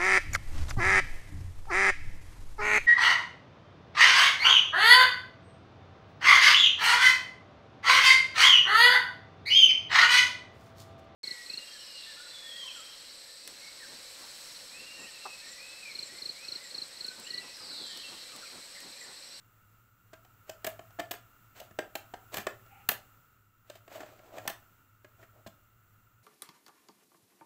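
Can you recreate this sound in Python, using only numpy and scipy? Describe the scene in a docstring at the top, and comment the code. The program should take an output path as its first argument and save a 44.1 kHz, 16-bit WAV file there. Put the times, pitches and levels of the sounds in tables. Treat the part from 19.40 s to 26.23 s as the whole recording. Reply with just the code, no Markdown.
"""An open video cassette player in a small room, heard close up on one hand-held microphone. Over a faint hum
and hiss, a hand works the cassette loose; the carriage clicks and scrapes. The cassette's edge brushes the
flap, and at 3.5 s the sprung latch snaps the cassette out. It is slid from the slot, the flap slaps shut at 5.1
s, and the cassette is set down on cloth. Every knock rings the same plastic shell and steel chassis, with a
short tail from the near walls."""
import sys
import numpy as np
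from scipy import signal
from scipy.fft import rfft, irfft
from scipy.io import wavfile
from scipy.ndimage import uniform_filter1d

SR = 44100
rng = np.random.default_rng(int(sys.argv[2]) if len(sys.argv) > 2 else 0)


def store_wav(level_fs):
    """Save 16-bit WAV to argv[1]."""
    pcm = np.round(np.clip(np.atleast_2d(level_fs), -1, 1) * 32767)
    wavfile.write(sys.argv[1], SR, pcm.T.astype(np.int16))


N = 301203
TIME = np.arange(N) / SR
BINS_HZ = np.fft.rfftfreq(N, 1 / SR)

# Cassette and carriage knocking under the hand. Brightness is how hard the contact is, thud how much
# the whole player is jolted, hollow how much goes into the cassette's case and shell:
# (time [s], chassis pitch [Hz], contact [s], level [dB], brightness [dB], thud [dB], hollow [dB])
HAND_KNOCKS = [(.731, 633, 0.0095, -50, -2, -24, 2), (.848, 705, 0.002, -63, 2.5, -12, -1),
               (1.094, 647, 0.0041, -40.5, 1.5, -27, -6), (1.2447, 678, 0.0039, -39, 7, -17, 3),
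               (1.266, 665, 0.0052, -48, 17, -4, 7), (1.2706, 645, 0.0052, -34, -9, -20, -6),
               (1.392, 630, 0.0018, -45, -7, -13, -2.5), (1.505, 646, .004, -62.5, 0, -6, -3),
               (1.588, 663, 0.003, -40.5, -13, -27, 3), (1.5938, 657, .008, -34.5, -1, -11.5, 3.5),
               (1.7095, 660, 0.0069, -38.5, 9, -20, -0.5), (1.737, 672, 0.0039, -58.5, 11, -25, 13.5),
               (2.2, 616, 0.0042, -49, 7, -22, -15), (2.214, 627, 0.0034, -46, -16, -14, -5),
               (2.308, 656, 0.0036, -57.5, -6, 2, 2.5), (2.388, 611, .0011, -30.5, -5.5, -20, 2),
               (2.5532, 656, 0.0037, -37.5, 6.5, -24, -1), (2.7373, 745, 0.0047, -40, -7.5, -34, -0.5),
               (2.9415, 667, 0.004, -44, 10, -3, 4.5), (2.9693, 670, 0.0027, -42.5, 11.5, -4, 2),
               (2.9803, 690, 0.0043, -44.5, 8.5, 2.5, 6), (3.0674, 654, 0.0035, -32.5, -1.5, -39, 5.5),
               (3.262, 665, .003, -65, 1.5, -6.5, -0.5), (4.299, 611, 0.001, -45, -0.5, -33, -4.5),
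               (4.354, 650, 0.0035, -55, 2, -26, -4), (4.478, 640, 0.0028, -54.5, -3, -27, 3),
               (4.516, 634, 0.008, -50, -16, -26, -12), (4.554, 645, .009, -44.5, -10, -30, -10),
               (4.578, 624, 0.0043, -47, -19, -28, -7), (4.604, 660, 0.0064, -51, 2, -19, 7.5),
               (4.631, 638, 0.0036, -46.5, -11, -16, 0), (4.792, 610, 0.0018, -58.5, -7, -14, 3),
               (4.982, 623, 0.0025, -43.5, -1, -13, 0.5), (5.053, 640, 0.0025, -43.5, -27, -31, -1),
               (5.645, 617, 0.0045, -58.5, 0.5, -23, 7.5), (5.827, 710, 0.011, -62.5, 3.5, -15, 10.5),
               (6.063, 636, 0.016, -47.5, 1.5, 1, -1)]
# latch, then flap, snapping home: (the columns of HAND_KNOCKS, rebound delay [s])
SPRING_SNAPS = [(3.4883, 747, 0.0031, -38, 12, -7, 1.5, .028),
                (5.0762, 774, 0.00092, -39.5, 5, -8.5, -1.5, .022)]
# the six registers of a blow, low to high: thud, case, chassis, shell, click, tick
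REGISTER_NAMES = ["thud", "case", "chassis", "shell", "click", "tick"]
# their borders: (frequency [Hz])
REGISTER_BORDERS = [60, 250, 520, 1000, 2400, 9000, 16000]
# a knock's share in each register: (offset from its level [dB])
KNOCK_SPECTRUM = [-1.5, -6.5, 0.5, -4.5, -5.5, -13]
# a snap's share in each register: (offset from its level [dB])
SNAP_SPECTRUM = [0, -6.5, -0.5, 6, 1, -2.5]
# a harder contact feeds the treble most; for each register: (gain per brightness [dB/dB])
HARDNESS_SLOPES = [0, 0, 0, 0.29, 0.8, 1.43]
# loose parts in each register: (rattle t60 [s], ring over rattle [dB])
REGISTER_RATTLE = [(0.0089, 0.5), (0.027, 4), (0.057, 6), (0.04, -2.5), (0.023, -14), (0.018, -13.5)]
# resonances of player and cassette: (frequency [Hz], weight within the register [dB], t60 [s])
BODY_MODES = [(122, -11.5, .035), (208.2, -1.5, 0.051), (306.5, -8, 0.053), (381, 2, 0.032),
              (424, -8, 0.038), (612, -5.5, 0.027), (657.6, 1.5, 0.046), (765, -8, 0.04), (1085, -8, 0.03),
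              (1270, -16, 0.027), (1663, 2, 0.075), (1760, 5.5, 0.029), (1887, -5, 0.033),
              (2497, -12, 0.012), (3050, 2.5, 0.081), (4340, -3, 0.025), (6820, -2.5, 0.018),
              (14360, -2, 0.0077)]
# colour of plastic rubbing and rattling in the chassis: (frequency [Hz], gain [dB])
PLASTIC_COLOUR = [(200, -11), (380, -2), (520, -5), (640, 5), (850, -7.5), (1400, -8.5), (1750, -8.5),
                  (2800, -12), (5500, -20), (7900, -18), (9200, -30.5), (11300, -26), (13600, -19),
                  (16000, -20.5)]
# plastic sliding on the guides, the push growing or easing evenly through each stroke:
# (start [s], length [s], relative level [dB], brightness [dB], growth [dB])
SLIDE_STROKES = [(1.092, 0.014, -60, 3, -2), (2.177, 0.086, -62, 6.5, -13), (2.949, 0.052, -42.5, 3, -1),
                 (4.276, 0.089, -68.5, 7.5, 7), (4.522, 0.036, -50.5, 3, 6.5),
                 (4.602, 0.26, -56.5, -3, -13.5), (4.867, .11, -51.5, -7.5, 17),
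                 (5.024, .035, -52.5, -3.5, 3), (5.811, 0.018, -58, -7, -4), (5.955, 0.041, -60.5, -11, 1)]
# body, scrape and hiss of a slide: (offset from its level [dB], gain per brightness [dB/dB])
SLIDE_SPECTRUM = [(0, 0), (-2.5, 1.0), (-10, 1.27)]
# borders of those three bands: (frequency [Hz])
SLIDE_BORDERS = [200, 1000, 9000, 16000]
# resonances woken by the cassette's edge on the flap: (frequency [Hz], half width [Hz], relative level [dB])
FLAP_PEAKS = [(810, 35, 1.5), (2400, 300, -9.5)]
# the room's tail: (low edge [Hz], high edge [Hz], t60 [s], level against the direct sound [dB])
ROOM_TAIL = [(77.4, 1080, 0.33, -10.5), (870, 3360, 0.25, -9), (3470, 11000, 0.25, -11),
             (9450, 21000, 0.15, -8)]
# broad colour of the room tone: (frequency [Hz], relative density [dB])
TONE_FLOOR = [(25, -95.5), (70, -94.5), (200, -100), (450, -109), (800, -111), (1100, -107), (1900, -110),
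              (3500, -118), (5000, -122.5), (6500, -118.5), (9300, -123), (11500, -120), (14000, -110),
              (15500, -108)]
# its hum and narrow bands of hiss: (frequency [Hz], half width [Hz], relative density [dB])
TONE_PEAKS = [(108.2, 6.3, -80.5), (1351, 72, -95), (2770, 30, -106), (7470, 280, -115)]
# its slow rise and fall, taken about the mean: (time [s], level [dB])
TONE_SWELL = [(0.0, -74), (0.48, -75.5), (1.25, -69), (2.17, -71), (2.34, -69), (3.46, -67.5),
              (3.65, -70.5), (4.09, -77), (5.02, -69), (5.52, -74.5), (6.11, -73), (6.83, -75)]

CHASSIS_HZ = 650  # the chassis pitch that leaves the modes unshifted


def knocks(rows, spectrum_db, follow=0.24, scatter_db=3.0, detune=0.028, push_s=0.0018, bite=0.12,
           chatter_db=2.5, size=5000):
    """Each blow rings cassette and player, while loose parts chatter for as long as the contact lasts."""
    starts, pitch_hz, contact_s, level_db, bright_db, thud_db, hollow_db = np.transpose(rows)[:7, :, None]
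    extra_db = {"thud": thud_db, "case": hollow_db, "shell": hollow_db}
    t = np.arange(size) / SR
    chance = rng.standard_normal((len(rows), len(BODY_MODES), 3))
    noise = plastic(rng.standard_normal(N))[:len(rows) * size].reshape(-1, size)
    # the contact makes and breaks several times, so the rattle comes in tiny bursts
    bursts = undb(chatter_db * np.repeat(rng.standard_normal((len(rows), size // 20)), 20, axis=1))
    chatter = uniform_filter1d(bursts, size=16, axis=1)
    # the grip and the cassette's place shift the chassis resonances; the others follow a little
    shift = pitch_hz / CHASSIS_HZ
    blows = np.zeros((len(rows), size))
    for k, (name, (rattle_t60, ring_db)) in enumerate(zip(REGISTER_NAMES, REGISTER_RATTLE)):
        lo, hi = REGISTER_BORDERS[k:k + 2]
        ring = 0
        for m, (hz, db, ring_t60) in enumerate(BODY_MODES):
            if lo <= hz < hi:
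                mistune, place, phase = chance[:, m].T[:, :, None]
                pitch = hz * (shift if name == "chassis" else shift ** follow) * (1 + detune * mistune)
                gain = undb(db + scatter_db * place)  # depends on where the blow lands
                ring = ring + gain * np.sin(2 * np.pi * pitch * t + phase) * fade(t, ring_t60)
        ring = ring * (1 - np.exp(-t / push_s))
        onset = 1 - np.exp(-t / (bite * contact_s))  # a long, soft contact sets in more slowly
        contact = onset * fade(np.maximum(t - contact_s, 0), rattle_t60)
        rattle = band(noise * chatter * contact, lo, hi)
        register_db = level_db + spectrum_db[k] + HARDNESS_SLOPES[k] * bright_db + extra_db.get(name, 0)
        blows += unit(unit(rattle) + undb(ring_db) * unit(ring)) * undb(register_db)
    out = np.zeros(N + size)
    for start, blow in zip(starts[:, 0], blows):
        i = int(start * SR)
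        out[i:i + size] += blow * np.sqrt(SR / 100)  # level is the energy as an rms over 10 ms
    return out[:N]


def snaps(contact_s=0.004, rebound_db=-1.5, bright_db=3, thud_db=-23, hollow_db=-2):
    """A spring throws latch or flap against its stop; the settings shape its one duller rebound."""
    rebounds = [(time_s + delay_s, CHASSIS_HZ, contact_s, db + rebound_db, bright_db, thud_db, hollow_db)
                for time_s, _, _, db, *_, delay_s in SPRING_SNAPS]
    return knocks(SPRING_SNAPS, SNAP_SPECTRUM, follow=.35) + knocks(rebounds, KNOCK_SPECTRUM)


def slides(judder_db=2.0, judder_hz=110, edge_s=0.033, gain_db=-3.0):
    """Plastic slips and judders along its guides, coloured by shell and chassis."""
    rub = plastic(rng.standard_normal(N)) * undb(judder_db * walk(judder_hz))
    bands = [unit(band(rub, lo, hi)) * np.sqrt(N) for lo, hi in zip(SLIDE_BORDERS, SLIDE_BORDERS[1:])]
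    out = 0
    for start_s, length_s, level_db, bright_db, growth_db in SLIDE_STROKES:
        progress = np.clip((TIME - start_s) / length_s, 0, 1)
        pressure = stroke(start_s, length_s, edge_s) * undb(level_db + growth_db * (progress - .5))
        scrape = sum(x * undb(db + slope * bright_db) for x, (db, slope) in zip(bands, SLIDE_SPECTRUM))
        out = out + pressure * scrape
    return out * undb(gain_db)


def edge_rub(start_s=3.32, length_s=0.091, level_db=-61, edge_s=.04):
    """The hand reaches the cassette; its edge brushes the flap and wakes two broad resonances."""
    rub = irfft(rfft(rng.standard_normal(N)) * np.sqrt(humps(FLAP_PEAKS)), N)
    return unit(rub) * np.sqrt(N) * undb(level_db) * stroke(start_s, length_s, edge_s)


def room(x, gap_s=0.0057, build_s=0.0088, size=14000, positions=6):
    """Near walls and furniture return a short tail whose pattern changes as the microphone moves."""
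    t = np.arange(size) / SR
    arrival = np.clip((t - gap_s) / build_s, 0, 1)
    tails = 0
    for lo, hi, t60, db in ROOM_TAIL:
        echoes = unit(band(rng.standard_normal((positions, size)), lo, hi) * arrival * fade(t, t60))
        tails = tails + undb(db) * np.sqrt(2 * (hi - lo) / SR) * echoes
    mic_place = np.linspace(0, positions - 1, N)
    crossfades = [np.sqrt(np.clip(1 - abs(mic_place - k), 0, 1)) for k in range(positions)]
    return sum(signal.oaconvolve(x * weight, tail)[:N] for weight, tail in zip(crossfades, tails))


def room_tone(hum_gain_db=2.5, hiss_gain_db=3.5, hum_swell=0.67, waver_db=1.0):
    """Behind the player, a wavering low hum lies under a soft, coloured hiss."""
    density = colour(TONE_FLOOR) ** 2 + humps(TONE_PEAKS)
    spectrum = rfft(rng.standard_normal(N)) * np.sqrt(density * SR / 2)
    low = BINS_HZ < 250
    level_db = np.interp(TIME, *np.transpose(TONE_SWELL))
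    swell_db = level_db - level_db.mean() + waver_db * walk(rate_hz=5.35)
    hum = irfft(spectrum * low, N) * undb(hum_gain_db + hum_swell * swell_db)
    hiss = irfft(spectrum * ~low, N) * undb(hiss_gain_db + swell_db)
    return hum + hiss


def plastic(x):
    """Give a stream of tiny contacts the broad resonances of shell and chassis."""
    return irfft(rfft(x) * colour(PLASTIC_COLOUR), N)


def stroke(start_s, length_s, edge_s):
    """Attack, hold and release of a rubbing contact."""
    return np.clip(1 + np.minimum(TIME - start_s, start_s + length_s - TIME) / edge_s, 0, 1)


def humps(peaks):
    """Power spectrum of peaks given as (frequency [Hz], half width [Hz], level [dB])."""
    return sum(undb(db) ** 2 * np.exp(-.5 * ((BINS_HZ - hz) / width) ** 2) for hz, width, db in peaks)


def colour(points):
    """Gain curve through points given as (frequency [Hz], level [dB])."""
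    hz, db = np.transpose(points)
    return undb(np.interp(np.log(BINS_HZ + 1), np.log(hz), db))


def walk(rate_hz):
    """Smooth random wander with a spread near one."""
    return np.interp(TIME * rate_hz, np.arange(2048), rng.standard_normal(2048))


def fade(t, t60):
    """Exponential decay, 60 dB down after t60."""
    return np.exp(-np.log(1000) * t / t60)


def band(x, lo, hi, order=3):
    """Causal band-pass along the last axis."""
    return signal.sosfilt(signal.butter(order, [lo, hi], "band", fs=SR, output="sos"), x)


def unit(x):
    """Scale each row to an energy of one."""
    return x / np.sqrt(np.sum(x ** 2, axis=-1, keepdims=True))


def undb(db):
    """Decibels to gain."""
    return 10 ** (np.asarray(db) / 20)


def scene():
    """At the microphone, in mono: the player close by, the near walls, and room tone behind."""
    handling = knocks(HAND_KNOCKS, KNOCK_SPECTRUM) + snaps() + slides() + edge_rub()
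    return (handling + room(handling) + room_tone())[None]


def record(dry):
    """The recorder cuts the top steeply above 15.6 kHz."""
    return signal.sosfilt(signal.ellip(10, .2, 70, 15600, fs=SR, output="sos"), dry)


dry = scene()
out = record(dry)
store_wav(out)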